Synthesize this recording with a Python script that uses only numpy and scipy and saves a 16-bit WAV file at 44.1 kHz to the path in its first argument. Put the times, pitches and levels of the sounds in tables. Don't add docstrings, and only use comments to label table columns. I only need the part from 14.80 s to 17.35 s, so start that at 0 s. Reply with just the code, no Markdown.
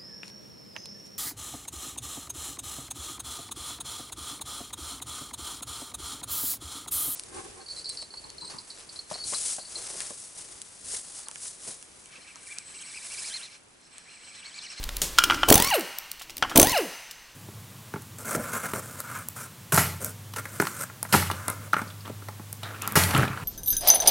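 import sys
import numpy as np
from scipy import signal
from scipy.fft import rfft, irfft
from scipy.io import wavfile

SR = 44100
rng = np.random.default_rng(int(sys.argv[2]) if len(sys.argv) > 2 else 0)


def store_pcm(level_fs):
    pcm = np.round(np.clip(level_fs, -1, 1) * 32767).astype(np.int16)
    wavfile.write(sys.argv[1], SR, np.atleast_2d(pcm).T)


N = 112454
T = np.arange(N) / SR
HIT_T = T[:SR // 3]

# (time [s], crack [dB], tilt [dB/octave], thump [dB], ring [dB], hold [s])
HAMMER_BLOWS = [(.6860, -12.5, -0.5, -29, -29, .005), (0.698, -17.5, -2, -28, -23, 0.0011),
                (0.7019, -2, -1, -10.5, -42, 0.0016), (0.7238, 1, -0.5, -24, -32, 0.0027),
                (0.7422, -7.5, 1, -32, -13, 0.00157), (0.755, -5, 0.5, -7.5, -19, 0.0027),
                (0.778, -11.5, 0, -26.5, -25, .002), (0.7996, -12, -2.5, -36, -38, .002),
                (0.822, -13, -1.5, -34, -34, .003), (.8454, -16.5, -0.5, -33, -35, 0.0029),
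                (0.873, -24.5, 0, -27.5, -31, .002), (0.9025, -21.5, 3, -36, -30, 0.0013),
                (1.7587, -14.5, -2.5, -21.5, -19, 0.0058), (1.7741, 0, 2, -16.5, -19, 0.0036),
                (1.7977, -2.5, 0.5, -17, -9.5, 0.0019), (1.8148, -7.5, 1.5, -13.5, -31, .003),
                (1.8289, -9.5, -0.5, -14, -13, 0.0025), (1.8468, -17, 1, -27, -28, .002),
                (1.87, -14, -1.5, -25, -33, 0.0017), (1.8947, -17, 0, -32.5, -32, 0.0011),
                (1.919, -19, -2, -39, -36, 0.00083)]
# (frequency [Hz], level [dB])
CRACK_COLOUR = [(100, 0.5), (500, -1.5), (1000, -4.5), (1800, -6), (3000, -1), (4200, -3), (6000, -4.5),
                (9000, 3), (11500, 0), (13500, -1), (16000, 4)]
# (frequency [Hz], level [dB], t60 [s])
ANVIL_MODES = [(6073, 3.5, 0.026), (6287, 1.5, 0.024), (7320, -4, .015), (8230, -3.5, .02),
               (9100, 1.5, 0.022), (9400, -6, 0.022), (11030, -4.5, .06), (14700, -15, .04)]
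THUMP_HZ, THUMP_FALL_S, THUMP_BOOST_DB = 130.6, 0.0026, 3.5


def hammer():
    out = np.zeros(N)
    thump = np.sin(2 * np.pi * THUMP_HZ * HIT_T) * np.exp(-HIT_T / THUMP_FALL_S)
    for s, crack_db, tilt_db, thump_db, ring_db, hold_s in HAMMER_BLOWS:
        crack = amp(crack_db) * burst(CRACK_COLOUR, hold_s, fall_s=0.0021, tilt_db=tilt_db)
        recoil = -amp(THUMP_BOOST_DB + thump_db) * thump
        anvil = amp(ring_db) * ring(ANVIL_MODES, spread=0.0101)
        add(out, s, crack + recoil + anvil)
    return out


# (time [s], pitch [Hz], level [dB])
FIRST_RUN = [(.716, 319.2, -25), (.731, 418.7, -18), (.750, 522.6, -28), (.769, 718.6, -23.5),
             (.790, 882.5, -26), (.812, 970, -32.5), (.850, 1052, -34), (.897, 1164, -36.5),
             (.908, 1010, -28.5), (.930, 808.7, -22.5), (.948, 644.7, -20), (.970, 470, -25),
             (.990, 351.2, -25.5), (1.012, 254, -37), (1.05, 150, -53)]
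SECOND_RUN = [(1.795, 299.4, -17), (1.809, 393.6, -21), (1.821, 469, -27), (1.839, 679.6, -22),
              (1.860, 855, -28), (1.878, 957.6, -29), (1.898, 1014, -31), (1.917, 1083, -40.5),
              (1.932, 968.4, -27.5), (1.960, 747, -22.5), (1.978, 604, -21.5), (2.000, 443, -25),
              (2.022, 337, -28.5), (2.060, 223, -40.5), (2.1, 140, -57)]
# (level at full power [dB], level against the fundamental while braking [dB])
OVERTONES = [(-36.5, -1.5), (-52, -7.5), (-36.5, -12.5), (-36.5, -14.5), (-42.5, -17), (-43, -20)]
# (frequency [Hz], level [dB])
CASING_COLOUR = [(300, 0), (700, -14.5), (1200, -10), (1600, -5), (2050, -4), (2500, -1), (2900, 11),
                 (3350, -29.5), (4050, 8), (5400, -9), (7500, 2)]
# (frequency [Hz], level [dB])
GEAR_COLOUR = [(100, 17), (400, -4.5), (1500, 8), (2800, 20), (4000, 12.5), (5500, 11.5), (9000, -10.5),
               (16000, -3.5)]
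MOTOR_TRIM_DB, GEAR_DB = -2.5, -38
WOBBLE_DEPTH, WOBBLE_HZ, FLUTTER_DB, FLUTTER_HZ = 0.02185, 139.4, 3, 70


def motor(run):
    times, pitches, levels = np.transpose(run)
    hz = np.interp(T, times, pitches)
    level = amp(MOTOR_TRIM_DB + np.interp(T, times, levels))
    speed = hz / pitches.max()
    gate = np.clip((T - times[0]) / 0.0053, 0, 1) * np.clip((times[-1] - T) / 0.0069, 0, 1)
    braking = np.clip((T - times[pitches.argmax()]) / .008, 0, 1)
    roughness = 1 - 0.47 * braking
    wobble = WOBBLE_DEPTH * roughness * wander(WOBBLE_HZ)
    phase = 2 * np.pi * np.cumsum(hz * (1 + wobble)) / SR
    whine = level * amp(FLUTTER_DB * roughness * wander(FLUTTER_HZ)) * np.sin(phase)
    for k, (drive_db, brake_db) in enumerate(OVERTONES, 2):
        driven = (1 - braking) * amp(drive_db) * speed ** 1.1
        braked = braking * level * amp(brake_db + read(CASING_COLOUR, k * hz))
        flutter = amp(FLUTTER_DB * wander(FLUTTER_HZ))
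        whine += (driven + braked) * flutter * np.sin(k * phase + 2 * np.pi * rng.random())
    hiss = amp(GEAR_DB) * speed ** 1.2 * noise(GEAR_COLOUR, N) * (1 + .5 * np.sin(phase))
    return gate * (np.sqrt(2) * whine + hiss)


# (time [s], level [dB])
HOUSING_JOLTS = [(.690, -19), (0.7125, -4.5), (1.768, -16), (1.7843, -7)]
# (frequency [Hz], level [dB], t60 [s])
HOUSING_MODES = [(289, 2, 0.039), (397, -5.5, 0.0534), (571, -7, 0.087), (661.3, -4, .06)]
# (time [s], length [s], level [dB])
GEAR_LOADS = [(0.681, 0.081, -21.5), (1.755, 0.075, -20)]
# (frequency [Hz], level [dB])
GRIND_COLOUR = [(25, 3), (60, -21.5), (140, -5.5), (300, 8.5), (650, 5), (1100, -0.5), (1700, -19),
                (3000, -11.5), (7000, -17.5), (16000, -18)]


def strain():
    out = np.zeros(N)
    for s, db in HOUSING_JOLTS:
        add(out, s, -amp(db) * ring(HOUSING_MODES) * attack(0.0012))
    for s, length_s, db in GEAR_LOADS:
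        onset = np.clip((T - s) / 0.0066 + .5, 0, 1)
        release = np.exp(-np.maximum(T - s - length_s, 0) / .012)
        out += amp(db) * noise(GRIND_COLOUR, N) * onset * release
    return out


# (time [s], frequency [Hz], level [dB], t60 [s])
BOLT_CHINKS = [(.940, 8660, -27, 0.096), (.952, 11430, -23, .06), (.994, 12410, -41, .03),
               (1.972, 5240, -23, 0.043)]


def bolt_chinks():
    out = np.zeros(N)
    for s, hz, db, t60 in BOLT_CHINKS:
        add(out, s, ring([(hz, db, t60)]))
    return out


# (time [s], level [dB], tilt [dB/octave], ring [dB], rise [s])
SOCKET_KNOCKS = [(0.3782, -28.5, 3, -48, .0005), (0.3851, -4.5, 3.5, -8.5, 0.00044),
                 (.4050, -33, -12, -20, .002), (0.419, -25, -25, -16.5, 0.0027),
                 (0.4381, -10, 8, -15, 0.00016), (0.4986, -11.5, -3.5, -18, 0.0015),
                 (.5080, -14.5, -0.5, -20.5, 0.00053), (.521, -22.5, -6, -20, .001),
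                 (.531, -26, 4, -30, .002), (0.5436, -21, 3.5, -37, 0.00081),
                 (0.6315, -13, -3, -12.5, 0.0015), (1.412, -33.5, -4, -51, 0.0014),
                 (1.6247, -12.5, -1.5, -18, 0.0002), (1.635, -20, -5, -42, .001),
                 (1.647, -24, -7.5, -48, 0.00093), (1.714, -26, -9, -42, 0.00074),
                 (1.720, -29.5, -8, -46, 0.00133)]
# (frequency [Hz], level [dB])
KNOCK_COLOUR = [(100, -12.5), (400, -17), (900, 2.5), (1400, 4.5), (1900, -4.5), (2600, -1), (3150, 7),
                (3900, -10.5), (5700, -6), (7200, -17.5), (9200, -18), (11000, -25.5), (16000, -27)]
# (frequency [Hz], level [dB], t60 [s])
SOCKET_MODES = [(1381, 2, 0.031), (1530, -10.5, 0.04), (2393, -8, 0.03), (3015, -10.5, 0.041),
                (3213, -6, .03), (1390, -47, 0.21), (3000, -23, 0.33)]


def socket_knocks():
    out = np.zeros(N)
    for s, db, tilt_db, ring_db, rise_s in SOCKET_KNOCKS:
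        contact = amp(db) * burst(KNOCK_COLOUR, hold_s=0.0012, fall_s=0.0039, tilt_db=tilt_db)
        socket = amp(ring_db) * ring(SOCKET_MODES, spread=0.013)
        add(out, s, (contact + socket) * attack(rise_s))
    return out


# (time [s], level [dB], tilt [dB/octave], fall [s])
HANDLING_CLICKS = [(.029, -35, -5.5, 0.0045), (.039, -25.5, -2, 0.0016), (0.09, -26.5, -6.5, 0.0017),
                   (0.167, -21.5, 1.5, 0.0015), (.941, -24, -1, 0.0063), (.955, -25.5, 2.5, 0.0043),
                   (0.9944, -20, 10, 0.0011), (1.008, -27.5, -1, 0.00171), (1.185, -19.5, 5, 0.00078),
                   (1.315, -24.5, 1, 0.0013), (1.395, -39, -4, 0.0078), (1.417, -36.5, -2, 0.011),
                   (1.496, -35, -6.5, 0.0027), (1.503, -37, -4.5, 0.0047), (1.568, -28, 0, .001),
                   (1.58, -27.5, -0.5, 0.0016), (1.696, -35, -6, 0.02), (1.9767, -22.5, 1, 0.0023),
                   (2.310, -34, -1.5, 0.0053)]
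# (frequency [Hz], level [dB])
CLICK_COLOUR = [(100, -28.5), (1000, -16), (3000, 1), (5500, 1.5), (10000, -0.5), (16000, 0.5)]


def handling_clicks():
    out = np.zeros(N)
    for s, db, tilt_db, fall_s in HANDLING_CLICKS:
        click = burst(CLICK_COLOUR, hold_s=0.002, fall_s=fall_s, tilt_db=tilt_db)
        add(out, s, amp(db) * click * attack(0.00072))
    return out


# (frequency [Hz], level [dB])
CLACK_COLOUR = [(88, -25.5), (150, 2.5), (484, -1.5), (774, -8), (1390, -13), (3420, -3), (4490, -4.5),
                (7040, 0.5), (13400, -7.5), (16000, -13)]


def far_clack():
    out = np.zeros(N)
    hit = amp(-18) * burst(CLACK_COLOUR, hold_s=0.0022, fall_s=.004)
    tail = amp(-24.5) * burst(CLACK_COLOUR, hold_s=.004, fall_s=0.039)
    add(out, .217, hit + tail)
    return out


# (frequency [Hz], t60 [s])
GARAGE_T60 = [(100, 0.01), (400, 0.2), (1000, 1.34), (2500, 1.8), (6000, 1.76), (10000, 1), (16000, 0.73)]
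# (frequency [Hz], level [dB])
GARAGE_COLOUR = [(60, -15), (250, 4), (600, -3.5), (1200, -1.5), (2000, 2), (2900, -2), (3400, -6.5),
                 (5000, -2), (6200, -7.5), (8000, -6), (16000, 1)]
TAIL_DB, EARLY_DB, EARLY_FALL_S, REFLECTIONS_PER_S = -14, -15, 0.016, 1500


def garage(x):
    hz, t, spectrum = signal.stft(rng.standard_normal(SR * 3 // 2), SR, nperseg=256)
    spectrum *= amp(read(GARAGE_COLOUR, hz)[:, None] - 60 * t / read(GARAGE_T60, hz)[:, None])
    tail = signal.istft(spectrum, SR, nperseg=256)[1]
    tail *= np.minimum(T[:len(tail)] / 0.03, 1)
    early = rng.standard_normal(len(HIT_T)) * (rng.random(len(HIT_T)) < REFLECTIONS_PER_S / SR)
    early *= (HIT_T > .003) * np.exp(-HIT_T / EARLY_FALL_S)
    return amp(TAIL_DB) * reflect(x, tail) + amp(EARLY_DB) * reflect(x, early)


def wall_echo(x, delay_s=.06, fall_s=0.034, db=-16.5):
    out = np.zeros(N)
    cluster = rng.standard_normal(len(HIT_T)) * np.exp(-HIT_T / fall_s)
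    dull = signal.sosfilt(signal.butter(2, [250, 800], "bandpass", fs=SR, output="sos"), x)
    add(out, delay_s, reflect(dull, cluster))
    return amp(db) * out


# (time [s], level [dB])
RUB_LEVEL = [(0, -58), (.36, -56), (.48, -37), (.55, -36.5), (.62, -44), (.67, -37.5), (.75, -73),
             (1.35, -80), (1.52, -55.5), (1.65, -45.5), (1.74, -45), (1.85, -75)]
RUMBLE_LEVEL = [(0, -35), (.3, -41.5), (.4, -44), (.66, -44), (.75, -49), (.88, -48), (.95, -72),
                (1.35, -63), (1.74, -55), (1.79, -33), (1.92, -56), (2.05, -72.5), (2.55, -64)]
HISS_LEVEL = [(0, -45), (.35, -42.5), (.7, -50), (1.3, -54.5), (2.55, -54.5)]
# (frequency [Hz], level [dB])
RUB_COLOUR = [(30, -10), (120, -3.5), (200, -8.5), (320, 2), (480, -14.5), (1000, -15.5), (3000, -32),
              (7000, -23), (16000, -34)]
RUMBLE_COLOUR = [(15, 1), (35, 8.5), (55, 3), (80, -10.5), (150, -25), (300, -23.5), (900, -49),
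                 (4000, -90)]
HISS_COLOUR = [(59, -32), (100, -2.5), (328, -7.5), (570, -4.5), (721, -9), (970, -3.5), (1420, -8),
               (3190, -7.5), (16000, -16)]


def background():
    layers = [(RUMBLE_LEVEL, RUMBLE_COLOUR), (RUB_LEVEL, RUB_COLOUR), (HISS_LEVEL, HISS_COLOUR)]
    return sum(amp(np.interp(T, *np.transpose(level))) * noise(colour, N) for level, colour in layers)


def amp(db):
    return 10 ** (np.asarray(db) / 20)


def unit(x):
    return x / np.sqrt(np.mean(x ** 2) + 1e-20)


def read(points, hz):
    frequencies, values = np.transpose(points)
    return np.interp(np.log(hz + 1), np.log(frequencies + 1), values)


def add(mix, s, sound):
    part = mix[max(round(s * SR), 0):][:len(sound)]
    part += sound[:len(part)]


def noise(colour, size, tilt_db=0):
    hz = np.fft.rfftfreq(size, 1 / SR)
    gain = amp(read(colour, hz) + tilt_db * np.log2(np.maximum(hz, 700)))
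    return unit(irfft(rfft(rng.standard_normal(size)) * gain, size))


def wander(hz):
    return unit(signal.sosfilt(signal.butter(2, hz, fs=SR, output="sos"), rng.standard_normal(N)))


def attack(rise_s):
    return np.minimum(HIT_T / rise_s, 1)


def burst(colour, hold_s, fall_s, tilt_db=0):
    envelope = attack(0.00048) * np.exp(-np.maximum(HIT_T - hold_s, 0) / fall_s)
    return envelope * noise(colour, len(HIT_T), tilt_db)


def ring(modes, spread=0.0074):
    out = np.zeros(len(HIT_T))
    for hz, db, t60 in modes:
        detuned_hz = hz * (1 + spread * rng.standard_normal())
        out += amp(db - 60 * HIT_T / t60) * np.sin(2 * np.pi * detuned_hz * HIT_T)
    return out


def reflect(x, echoes):
    return signal.fftconvolve(x, echoes / np.linalg.norm(echoes))[:N]


# (frequency [Hz], level [dB])
SHIFTED_COPY = [(60, -23.5), (500, -31.5), (1500, -49), (5000, -45.5), (15000, -32.5)]


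def scene():
    direct = motor(FIRST_RUN) + motor(SECOND_RUN) + hammer() + strain() + bolt_chinks()
    direct += socket_knocks() + handling_clicks() + far_clack()
    mid = direct + garage(direct) + background() + wall_echo(direct)
    copy_gain = amp(read(SHIFTED_COPY, np.fft.rfftfreq(N, 1 / SR)))
    shifted = irfft(1j * rfft(mid) * copy_gain, N)
    return np.array([mid + shifted, mid - shifted])


def record(dry, ceiling=1.25, edge_hz=16100):
    limited = dry / (1 + (dry / ceiling) ** 4) ** (1 / 4)
    lowpass = signal.firwin(511, edge_hz, window=("kaiser", 9), fs=SR)
    return signal.oaconvolve(limited, lowpass[None], "same")


dry = scene()
out = record(dry)
store_pcm(out)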